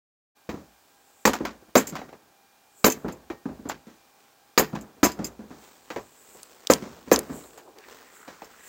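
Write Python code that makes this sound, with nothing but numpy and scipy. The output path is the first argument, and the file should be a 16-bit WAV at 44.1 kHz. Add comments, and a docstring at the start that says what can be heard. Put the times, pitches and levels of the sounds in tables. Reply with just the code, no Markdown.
"""A mallet knocks the aluminium cylinder head of a small engine loose, on a bench in a small workshop.
Each blow is a noise crack, a swelling sine thud and damped modes of the casting, with a rattle of the valve gear.
The engine rocks on the bench (dull knocks) and the head clacks, clinks and snaps (short rings and noise).
Sleeves and gloves rustle (coloured noise in strokes) over still air and a faint hum."""
import sys
import numpy as np
from scipy import signal
from scipy.fft import rfft, irfft, next_fast_len
from scipy.io import wavfile
from scipy.ndimage import uniform_filter1d

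SR = 44100
rng = np.random.default_rng(int(sys.argv[2]) if len(sys.argv) > 2 else 0)


def file_out(sig):
    """Save sig as 16-bit WAV at sys.argv[1]."""
    # one column per channel
    cols = np.atleast_2d(sig).T
    # limit, then scale
    lim = np.clip(cols, -1, 1)
    pcm = np.round(lim * 32767).astype(np.int16)
    wavfile.write(sys.argv[1], SR, pcm)


N = 382788
TIME_S = np.arange(N) / SR
RING_S = np.arange(SR // 2) / SR  # time axis of one hit
START_S, TOP_HZ, FULL_SCALE = 0.349, 15800, 1.0


def undb(db):
    """Decibels to gain."""
    return 10 ** (np.asarray(db) / 20)


def unit(x):
    """Scale to rms 1."""
    return x / np.sqrt(np.mean(x ** 2))


def burst(x):
    """Scale a hit so that its loudest 5 ms have rms 1."""
    return x / np.sqrt(uniform_filter1d(x ** 2, size=220).max())


def decay(t60_s):
    """Exponential fall of 60 dB in t60_s."""
    return np.exp(-np.log(1000) * RING_S / t60_s)


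def butter(x, order, hz, kind="low"):
    """Butterworth filter."""
    return signal.sosfilt(signal.butter(order, hz, kind, fs=SR, output="sos"), x)


def on_log(hz, rows):
    """Read the dB column of a table along log frequency."""
    rows = np.array(rows)
    return np.interp(np.log(hz + 1), np.log(rows[:, 0]), rows[:, 1])


def colour(x, rows):
    """Filter by a (frequency [Hz], level [dB]) outline."""
    size = next_fast_len(len(x))
    hz = np.arange(size // 2 + 1) * SR / size
    return irfft(rfft(x, size) * undb(on_log(hz, rows)), size)[:len(x)]


def add(track, s, sound):
    """Mix a sound in at time s."""
    i = max(int(s * SR), 0)
    track[i:i + len(sound)] += sound[:N - i]


def walk(step_hz):
    """Slow smoothed chance with a spread near 1."""
    k = int(SR / step_hz)
    steps = np.repeat(rng.standard_normal(N // k + 1), k)
    return unit(uniform_filter1d(steps, k)[:N])


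def chatter(depth_db, size=110):
    """Parts that barely touch buzz against each other: a random gain that changes within milliseconds."""
    return undb(depth_db * unit(uniform_filter1d(rng.standard_normal(len(RING_S)), size)))


def swell(s, rise_s, fall_db_s):
    """An envelope that grows from time s, then loses so many dB a second."""
    age_s = TIME_S - s
    return np.clip(age_s / rise_s, 0, 1) * undb(-fall_db_s * np.maximum(age_s - rise_s, 0))


def wash(rows):
    """Countless weak modes: noise whose every band dies at its own rate."""
    hz = np.arange(len(RING_S) // 2 + 1) * SR / len(RING_S)
    noise = rfft(rng.standard_normal(len(RING_S))) * undb(on_log(hz, rows))
    centres_hz, _, t60s = np.transpose(rows)
    out = 0
    for pick, t60_s in zip(np.eye(len(rows)), t60s):
        share = np.interp(np.log(hz + 1), np.log(centres_hz), pick)
        out = out + irfft(noise * share, len(RING_S)) * decay(t60_s)
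    return burst(out)


def modes(rows, scatter_db, detune):
    """Damped sines; each contact point weights them differently."""
    hz, db, t60_s = np.transpose(rows)[:, :, None]
    weight, shift, side = rng.standard_normal((3, len(rows), 1))
    waves = np.sign(side) * np.sin(2 * np.pi * hz * (1 + detune * shift) * RING_S)
    return burst(np.sum(undb(db + scatter_db * weight) * waves * decay(t60_s), axis=0))


def thud(hz, cycles):
    """The push of a contact: a swing that swells for some cycles and is soon gone."""
    age = RING_S * hz / cycles
    return burst(np.sin(2 * np.pi * hz * RING_S) * age ** 2 * np.exp(-2 * age))


def harden(x, db, corner_hz):
    """Contact hardness: gain above the corner, up for a hard contact, down for a soft one."""
    return butter(x, 2, corner_hz) - undb(db) * butter(x, 2, corner_hz, "high")


# spectrum of still air: (frequency [Hz], density [dB per Hz])
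AIR_SPECTRUM = [(18, -45.5), (30, -16.5), (219, -9.5), (332, -7), (561, -9.5), (787, -1), (921, -6.5),
                (1590, -10.5), (2070, -15), (2360, -13.5), (7080, -16), (11600, -22), (15500, -15)]
# partials of the hum: (frequency [Hz], level [dB])
HUM_PARTIALS = [(801, -74), (1600, -77.5), (2401, -79)]


def workshop(air_db=-60.5):
    """Still air as coloured noise, and a faint hum of sines wavering in pitch and level."""
    air = unit(colour(rng.standard_normal(N), AIR_SPECTRUM)) * undb(air_db + 0.33 * walk(6.3))
    turns = np.cumsum(1 + .004 * walk(40)) / SR
    hum = 0
    for hz, db in HUM_PARTIALS:
        hum = hum + np.sqrt(2) * undb(db + 2 * walk(9.8)) * np.sin(2 * np.pi * hz * turns)
    return air + hum


# room decay: (frequency [Hz], level [dB per Hz], t60 [s])
ROOM_WASH = [(30, -15.5, .6), (64.6, 1.5, 0.44), (250, -0.5, 0.51), (480, -9.5, 0.44), (1000, 1.5, 0.26),
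             (4000, -14.5, 0.39), (15000, -13.5, 0.52)]


def room(hits):
    """Short room tail: hits convolved with decaying noise."""
    walls = wash(ROOM_WASH)
    return signal.fftconvolve(hits, walls / np.linalg.norm(walls))[:N]


# fleece spectrum: (frequency [Hz], density [dB per Hz])
SLEEVE_SPECTRUM = [(24, -41.5), (40, -15), (64, -8.5), (108, -23), (253, -5), (350, -8.5), (427, -2.5),
                   (758, -11), (1080, -7), (1220, -9.5), (2220, -13.5), (3650, -16), (7910, -17.5),
                   (11200, -37), (15500, -16)]
# low while the arms only swing, higher once the hands change grip: (time [s], level [dB])
SLEEVE_LEVEL_DB = [(0.4, -77), (1.1, -67), (2.25, -80), (4.1, -63.5), (5.35, -73), (5.6, -54), (6.12, -60),
                   (6.45, -53), (7.1, -55), (7.38, -51.5), (7.68, -66), (7.92, -48.5), (8.12, -58),
                   (8.68, -54.5)]
JOLT_DB, JOLT_RISE_S, JOLT_FALL_DB_S = -54.5, 0.033, 67  # JOLT_DB: relative to the blow


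def sleeves(grain_db=4, flicker_db=1):
    """Fleece rubs in many tiny catches of fibres, as the arms move and after the jolt of each blow."""
    moving = undb(np.interp(TIME_S, *np.transpose(SLEEVE_LEVEL_DB)))
    jolts = sum(undb(db + JOLT_DB) * swell(s, JOLT_RISE_S, JOLT_FALL_DB_S) for s, db, *_ in MALLET_BLOWS)
    fibres = rng.standard_normal(N) * undb(grain_db * walk(900))
    return unit(colour(fibres, SLEEVE_SPECTRUM)) * np.hypot(moving, jolts) * undb(flicker_db * walk(17))


# a sleeve drags across the bib of the overalls: (time [s], relative level [dB], centre [Hz])
SLEEVE_DRAG = [(7.76, -61, 1650), (7.844, -51.5, 1920), (7.908, -55, 1370), (8.0, -57, 1720),
               (8.316, -52, 1310), (8.49, -56.5, 1390), (8.68, -51, 1890)]


def drag(width_oct=0.38, grain_db=4):
    """Cloth sliding on cloth: a grainy noise rasp, its bands weighted around a moving centre."""
    s, db, hz = np.transpose(SLEEVE_DRAG)
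    centre_hz = np.interp(TIME_S, s, hz)
    fibres = rng.standard_normal(N) * undb(grain_db * walk(500))
    out = 0
    for band_hz in np.geomspace(900, 3600, num=7):
        band = butter(fibres, 2, [band_hz / 1.2, band_hz * 1.13], "band")
        out = out + unit(band) * np.exp(-(np.log2(band_hz / centre_hz) / width_oct) ** 2)
    return unit(out) * undb(np.interp(TIME_S, s, db, left=-120) - 3.0)


# hiss of the glove coating: (frequency [Hz], density [dB per Hz])
GLOVE_SPECTRUM = [(5000, -30), (7300, -1.5), (8100, -2), (9200, -16.5), (12000, -15), (16000, -9.5)]
# the casting under a glove: (frequency [Hz], density [dB per Hz])
RUB_SPECTRUM = [(150, -24), (280, -8.5), (400, 4.5), (520, -6), (740, -6), (1000, -10), (2000, -33),
                (15000, -60.5)]
# strokes along the handle or over the casting:
# (peak time [s], hiss level [dB], low rub level [dB], rise [s], fall [s])
GLOVE_STROKES = [(1.22, -61, -79.5, 0.37, 0.12), (2.8, -53, -63, 0.07, 0.18), (5.62, -63, -85, .1, 0.75),
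                 (6.34, -53, -64, 0.29, 0.24), (7.359, -46, -47, 0.063, .17), (7.679, -80, -52, 0.33, 0.35),
                 (8.17, -52.5, -70, 0.1, .14), (8.68, -49.5, -79, .12, .1)]
STROKE_DROP_DB = 13.5  # over one rise or fall time
RUB_CATCHES_PER_S = 49


def gloves(flicker_db=1, catch_db=4):
    """Coated gloves hiss in strokes that grow and fade; on the casting they stick and slip with a low rub."""
    hiss, rub = np.zeros(N), np.zeros(N)
    for s, hiss_db, rub_db, rise_s, fall_s in GLOVE_STROKES:
        stroke = undb(-STROKE_DROP_DB * np.maximum((s - TIME_S) / rise_s, (TIME_S - s) / fall_s))
        hiss += undb(hiss_db) * stroke
        rub += undb(rub_db) * stroke
    coating = unit(colour(rng.standard_normal(N), GLOVE_SPECTRUM)) * undb(flicker_db * walk(35))
    catches = rng.standard_normal(N) * undb(catch_db * walk(RUB_CATCHES_PER_S))
    return hiss * coating + rub * unit(colour(catches, RUB_SPECTRUM))


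# scuffs of the crankcase: (frequency [Hz], density [dB per Hz])
SHUFFLE_SPECTRUM = [(30, -29.5), (65, -4.5), (120, -8), (240, 0), (450, -3), (800, -10.5), (1500, -15),
                    (3000, -31.5), (15000, -48.5)]
SHUFFLE_DB, SHUFFLE_RISE_S, SHUFFLE_FALL_DB_S = -45, 0.17, 50.5  # SHUFFLE_DB: relative to the blow


def shuffling(grain_db=4):
    """After each blow the crankcase settles on the bench in small, dull scuffs of grainy noise."""
    scuffs = unit(colour(rng.standard_normal(N) * undb(grain_db * walk(60)), SHUFFLE_SPECTRUM))
    level = 0
    for s, db, *_ in MALLET_BLOWS:
        level = level + undb(db + SHUFFLE_DB) * swell(s, SHUFFLE_RISE_S, SHUFFLE_FALL_DB_S)
    return scuffs * level


# modes of the casting on its bench: (frequency [Hz], level [dB], t60 [s])
CASTING_MODES = [(67.45, -19.5, 0.41), (150, -18.5, 0.35), (210.4, -6, 0.16), (257, 1, .15),
                 (298.5, -1, 0.092), (356, -5.5, .14), (437, -2, 0.19), (501.7, 3.5, 0.12),
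                 (565.7, 0.5, .11), (725, 2, 0.06), (978, -2, 0.15), (1142, -5.5, 0.087), (1333, -5, 0.11),
                 (1735, -13.5, 0.12), (2106, -12.5, 0.098), (2476, -12, 0.077)]
# its crowd of weaker modes: (frequency [Hz], density [dB per Hz], t60 [s])
CASTING_NOISE = [(25, -42.5, .3), (60, -28, 0.22), (143, -31, 0.38), (235, 3, 0.15), (520, -2.5, 0.12),
                 (749.7, -1, 0.12), (1220, -5.5, 0.12), (1900, -15.5, 0.19), (3400, -21.5, 0.16),
                 (6870, -27, 0.18), (9500, -44.5, 0.05), (15560, -39.5, .12)]


def casting(modes_db):
    """The ring of the finned aluminium head: chattering wash plus damped modes."""
    return burst(wash(CASTING_NOISE) * chatter(3.5) + undb(modes_db) * modes(CASTING_MODES, 4, 0.0069))


# modes of the valve gear: (frequency [Hz], level [dB], t60 [s])
STEEL_MODES = [(2610, -12, .13), (3070, -17, .18), (4330, -19, .13), (4576, -17, .17), (4845, -19, .15),
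               (5000, -16, .14), (5215, -11.5, .12), (6255, -6, .13), (6400, -13.5, .13), (6908, -8, .14),
               (7260, -2, .11), (7370, 1, .096), (7590, -6.5, .13), (8565, -24.5, .16), (11300, -16, .08),
               (11700, -19.5, .13), (13970, -13.5, .1), (14210, -10, .09), (14400, -17, .12)]
# its crowd of weaker modes: (frequency [Hz], density [dB per Hz], t60 [s])
STEEL_NOISE = [(500, -32, 0.12), (2000, -4, .15), (3750, -15, 0.43), (6000, -6.5, 0.14), (6550, 5.5, 0.13),
               (8880, -13.5, 0.16), (12100, -10.5, 0.13), (14700, -4, 0.17), (16130, -9.5, 0.059)]


def steel(modes_db):
    """The ring of valve springs and retainers: chattering wash plus damped modes."""
    return burst(wash(STEEL_NOISE) * chatter(3) + undb(modes_db) * modes(STEEL_MODES, 3, .004))


# thin cooling fins sing on after a contact: (frequency [Hz], level [dB], t60 [s])
FIN_MODES = [(1866, -1.5, 0.31), (2310, -6, .25), (3110, -8.5, 0.1), (3880, 2, 0.11)]
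# weak modes of a light tap: (frequency [Hz], density [dB per Hz], t60 [s])
TAP_NOISE = [(60, -13, 0.32), (277, -4, 0.17), (550, -1, 0.16), (1000, -6.5, 0.19), (2320, -7, 0.11),
             (3400, -18, 0.14), (7100, -21.5, 0.22), (9500, -42, 0.14), (15000, -28, 0.29)]
# the mallet and its handle bump the casting lightly:
# (time [s], relative level [dB], pitch [Hz], relative brightness [dB], fin ring [dB])
LIGHT_TAPS = [(0.492, -23, 285, -7.5, -24), (1.989, -30.5, 576, -5, -19), (2.015, -27, 756, -24, -10),
              (2.09, -38.5, 520, -12, -18), (2.128, -30.5, 800, -20, -23), (3.301, -18, 332, -23, -13.5),
              (5.903, -23, 310, -7.5, -18), (5.961, -18, 445, -21, -30), (5.981, -25.5, 444, -22.5, -22),
              (6.347, -39.5, 383, -24, -22), (7.178, -17.5, 495, -28, -28), (8.28, -31.5, 336, -11, -13),
              (8.419, -27.5, 780, -20, -24)]


def taps():
    """Light bumps: wash, casting and fin modes, plus a thud."""
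    out = np.zeros(N)
    for s, db, hz, bright_db, fins_db in LIGHT_TAPS:
        body = wash(TAP_NOISE) + undb(-4.5) * modes(CASTING_MODES, 4.1, 0.01)
        body += undb(fins_db) * modes(FIN_MODES, 2.8, 0.0073)
        tap = harden(body, bright_db + 15.0, 630) + undb(1.5) * thud(hz, 1.8)
        add(out, s, undb(db - 8.0) * burst(tap))
    return out


# weak modes of the bench: (frequency [Hz], density [dB per Hz], t60 [s])
BENCH_NOISE = [(25, -37, .4), (60, -9.5, 0.52), (105, -11, 0.28), (221.4, 2, 0.24), (406, -4, 0.25),
               (746, -16.5, 0.39), (1496, -17.5, 0.29), (3010, -28, 0.34), (7060, -28.5, 0.6),
               (10000, -43, 0.088), (15000, -45.5, .12)]
# the engine rocks on the bench: (time [s], relative level [dB], pitch [Hz], relative brightness [dB])
BENCH_KNOCKS = [(0.49, -21, 302, -33), (0.541, -25, 340, -16), (1.404, -16.5, 251, -28),
                (1.924, -26.5, 189, -13), (3.046, -19, 369, -36), (3.456, -17.5, 284, -27),
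                (3.59, -31.5, 223, -28), (3.654, -23.5, 219, -26), (3.868, -36, 229, -8),
                (4.73, -18.5, 211, -28), (5.19, -20, 209, -23), (5.392, -30, 219, -22),
                (5.506, -32.5, 228.4, -13.5), (6.822, -24.5, 224, -10), (7.075, -30.5, 251, -14),
                (7.295, -23, 251, -26), (8.276, -38, 203, 1)]
TOTTER_S, TOTTER_RATIO, TOTTER_STEP_DB = 0.037, .8, -10  # nominal first gap, gap ratio, level step


def rocking(totters=2):
    """Dull knocks of the heavy engine on its wooden bench, each followed by weaker, quickening totters."""
    out = np.zeros(N)
    for s, db, hz, bright_db in BENCH_KNOCKS:
        body = wash(BENCH_NOISE) * chatter(1.3) + undb(-13.0) * modes(CASTING_MODES, 3, .008)
        knock = burst(harden(body, bright_db + 9.5, 1000) + thud(hz, 1.56))
        add(out, s, undb(db - 6.0) * knock)
        for k in range(totters):
            s = s + TOTTER_S * TOTTER_RATIO ** k * rng.uniform(.75, 1.1)
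            add(out, s, undb(db - 5.5 + TOTTER_STEP_DB * (k + 1)) * knock)
    return out


# the head drops back on the barrel: (time [s], relative level [dB], steel brightness [dB])
HEAD_CLACKS = [(1.334, -16.5, -11), (1.452, -17.5, -25), (1.954, -21.5, -35), (3.082, -26.5, -31),
               (3.696, -18.5, -30), (4.752, -25.5, -30), (7.576, -36, -4)]


def clacks():
    """Thinned casting ring with a little steel ring and crack noise."""
    out = np.zeros(N)
    for s, db, bright_db in HEAD_CLACKS:
        clack = burst(butter(casting(-6), 1, 900, "high"))
        clack += undb(bright_db) * steel(-2) * np.exp(-RING_S / .08)
        clack += undb(-10.0) * wash(CRACK_NOISE)
        add(out, s, undb(db - 7) * burst(clack))
    return out


# loose steel parts of the valve gear clink: (time [s], relative level [dB], own pitch [Hz])
STEEL_CLINKS = [(1.8706, -22.5, 7260), (1.891, -28.5, 7550), (2.9009, -14.5, 6310), (2.9201, -17.5, 6180),
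                (3.1235, -36.5, 7500), (3.689, -24.5, 7330), (4.811, -36.5, 7640), (5.1186, -27.5, 4930),
                (5.244, -19, 4980), (5.2544, -36, 14000), (5.2674, -26, 7340), (8.445, -38, 5310)]


def clinks(t60_s=0.057):
    """Each part sounds its own damped sine over the ring of the rest."""
    out = np.zeros(N)
    for s, db, hz in STEEL_CLINKS:
        own = np.sin(2 * np.pi * hz * RING_S) * decay(t60_s)
        ring = steel(0) * np.exp(-RING_S / 0.029)
        add(out, s, undb(db - 9.0) * burst(ring + own))
    return out


# the head binds and slips: (time [s], relative level [dB], pitch [Hz])
HEAD_SNAPS = [(6.4313, -26.5, 9000), (6.6714, -12, 5400), (6.7363, -4, 6100), (7.1605, -7, 6500),
              (7.1907, -11.5, 10400), (7.786, -34.5, 4100)]


def snaps():
    """Dry snaps too short to ring: band-passed noise decaying in milliseconds."""
    out = np.zeros(N)
    for s, db, hz in HEAD_SNAPS:
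        crack = rng.standard_normal(len(RING_S)) * np.exp(-RING_S / 0.0016)
        band = butter(crack, 2, [hz * 0.5, min(hz * 1.3, TOP_HZ)], "band")
        add(out, s, undb(db - 10.5) * burst(band + undb(-12.5) * crack))
    return out


def rattle(delay_s, count=8):
    """Loose parts are thrown up by a blow and land in a quick cluster, each favouring its own pitch."""
    out = np.zeros(len(RING_S))
    ring = steel(-3.5) * np.exp(-RING_S / .06)
    landings_s = delay_s * np.linspace(.3, 2.1, count) * rng.uniform(0.78, 1.15, count)
    for i, (hz, _, _) in zip((landings_s * SR).astype(int), rng.permutation(STEEL_MODES)):
        part = ring + undb(11) * butter(ring * chatter(0.79), 1, [hz / 1.05, hz * 1.05], "band")
        out[i:] += undb(3 * rng.standard_normal()) * part[:len(RING_S) - i]
    return burst(out)


# crack of the mallet face: (frequency [Hz], density [dB per Hz], t60 [s])
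CRACK_NOISE = [(200, -24, 0.033), (1100, 7, 0.061), (2400, -2, 0.068), (3080, -7.5, 0.019),
               (4350, -3, 0.057), (7470, -8, 0.05), (9300, -39, 0.056), (14900, -6.5, 0.06)]
# mallet blows: (time [s], level [dB], thud pitch [Hz], relative thud [dB], relative rattle [dB],
# rattle delay scale [s], rebound [dB])
MALLET_BLOWS = [(1.252, -3, 492, -8, -7.5, 0.013, -10), (1.753, 0, 501, -4, -9, 0.013, -21),
                (2.842, -3, 453, -10.5, -4.5, 0.011, -11), (4.5758, -3, 455, -8, -4.5, 0.01, -11),
                (5.03, -2, 283, -2, -7, 0.013, -13), (6.6986, -2, 508, 2, -8, 0.011, -15.5),
                (7.1139, -1.5, 504, 1.5, -9, 0.0115, -20)]


def mallet(rebound_s=.021, cycles=1.15, rock_hz=212):
    """Crack, thud and ring; the valve gear rattles and the lifted head strikes its studs just after."""
    out = np.zeros(N)
    for s, db, hz, thud_db, rattle_db, delay_s, rebound_db in MALLET_BLOWS:
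        # a dead blow puts its energy into the thud and rocks the whole engine, a lively one into the crack
        crack = wash(CRACK_NOISE) * chatter(4.3) + undb(-20.5) * modes(FIN_MODES, 4.5, 0.011)
        crack *= undb(-15.5 - 0.71 * thud_db)
        swing = undb(thud_db - 7.0) * (thud(hz, cycles) + undb(-14) * thud(rock_hz, 2.3))
        add(out, s + .001, undb(db) * (crack + undb(-9.5) * casting(2.5)))
        add(out, s + 0.0021, undb(db) * swing)
        add(out, s, undb(db + rattle_db - 10.0) * rattle(delay_s))
        add(out, s + rebound_s, undb(db + rebound_db) * casting(-0.93))
    return out


# share of the sound that leans right: (frequency [Hz], level [dB])
RIGHT_LEAN = [(60, -31.5), (300, -40), (600, -48), (2500, -47.5), (4000, -61), (15000, -47)]


def scene(room_db=-25, air_pan_db=-1.0):
    """Close sounds with a short room tail, almost the same in both ears."""
    hits = mallet() + rocking() + taps() + clacks() + clinks() + snaps()
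    cloth = sleeves() + gloves() + drag()
    mid = hits + undb(room_db) * room(hits) + shuffling() + cloth
    sides = np.array([[1], [-1]])  # left, right
    return mid - sides * colour(mid, RIGHT_LEAN) + workshop() * undb(sides * air_pan_db / 2)


def record(dry, low_cut_hz=48):
    """Silence until START_S, a 20 ms fade-in, rounded peaks, then rumble and top cut."""
    opened = dry * np.clip((TIME_S - START_S) / 0.02, 0, 1)
    rounded = opened / (1 + (opened / FULL_SCALE) ** 4) ** (1 / 4)
    lean = butter(rounded, 3, low_cut_hz, "high")
    return signal.sosfilt(signal.ellip(10, .2, 70, TOP_HZ, fs=SR, output="sos"), lean)


dry = scene()
out = record(dry)
file_out(out)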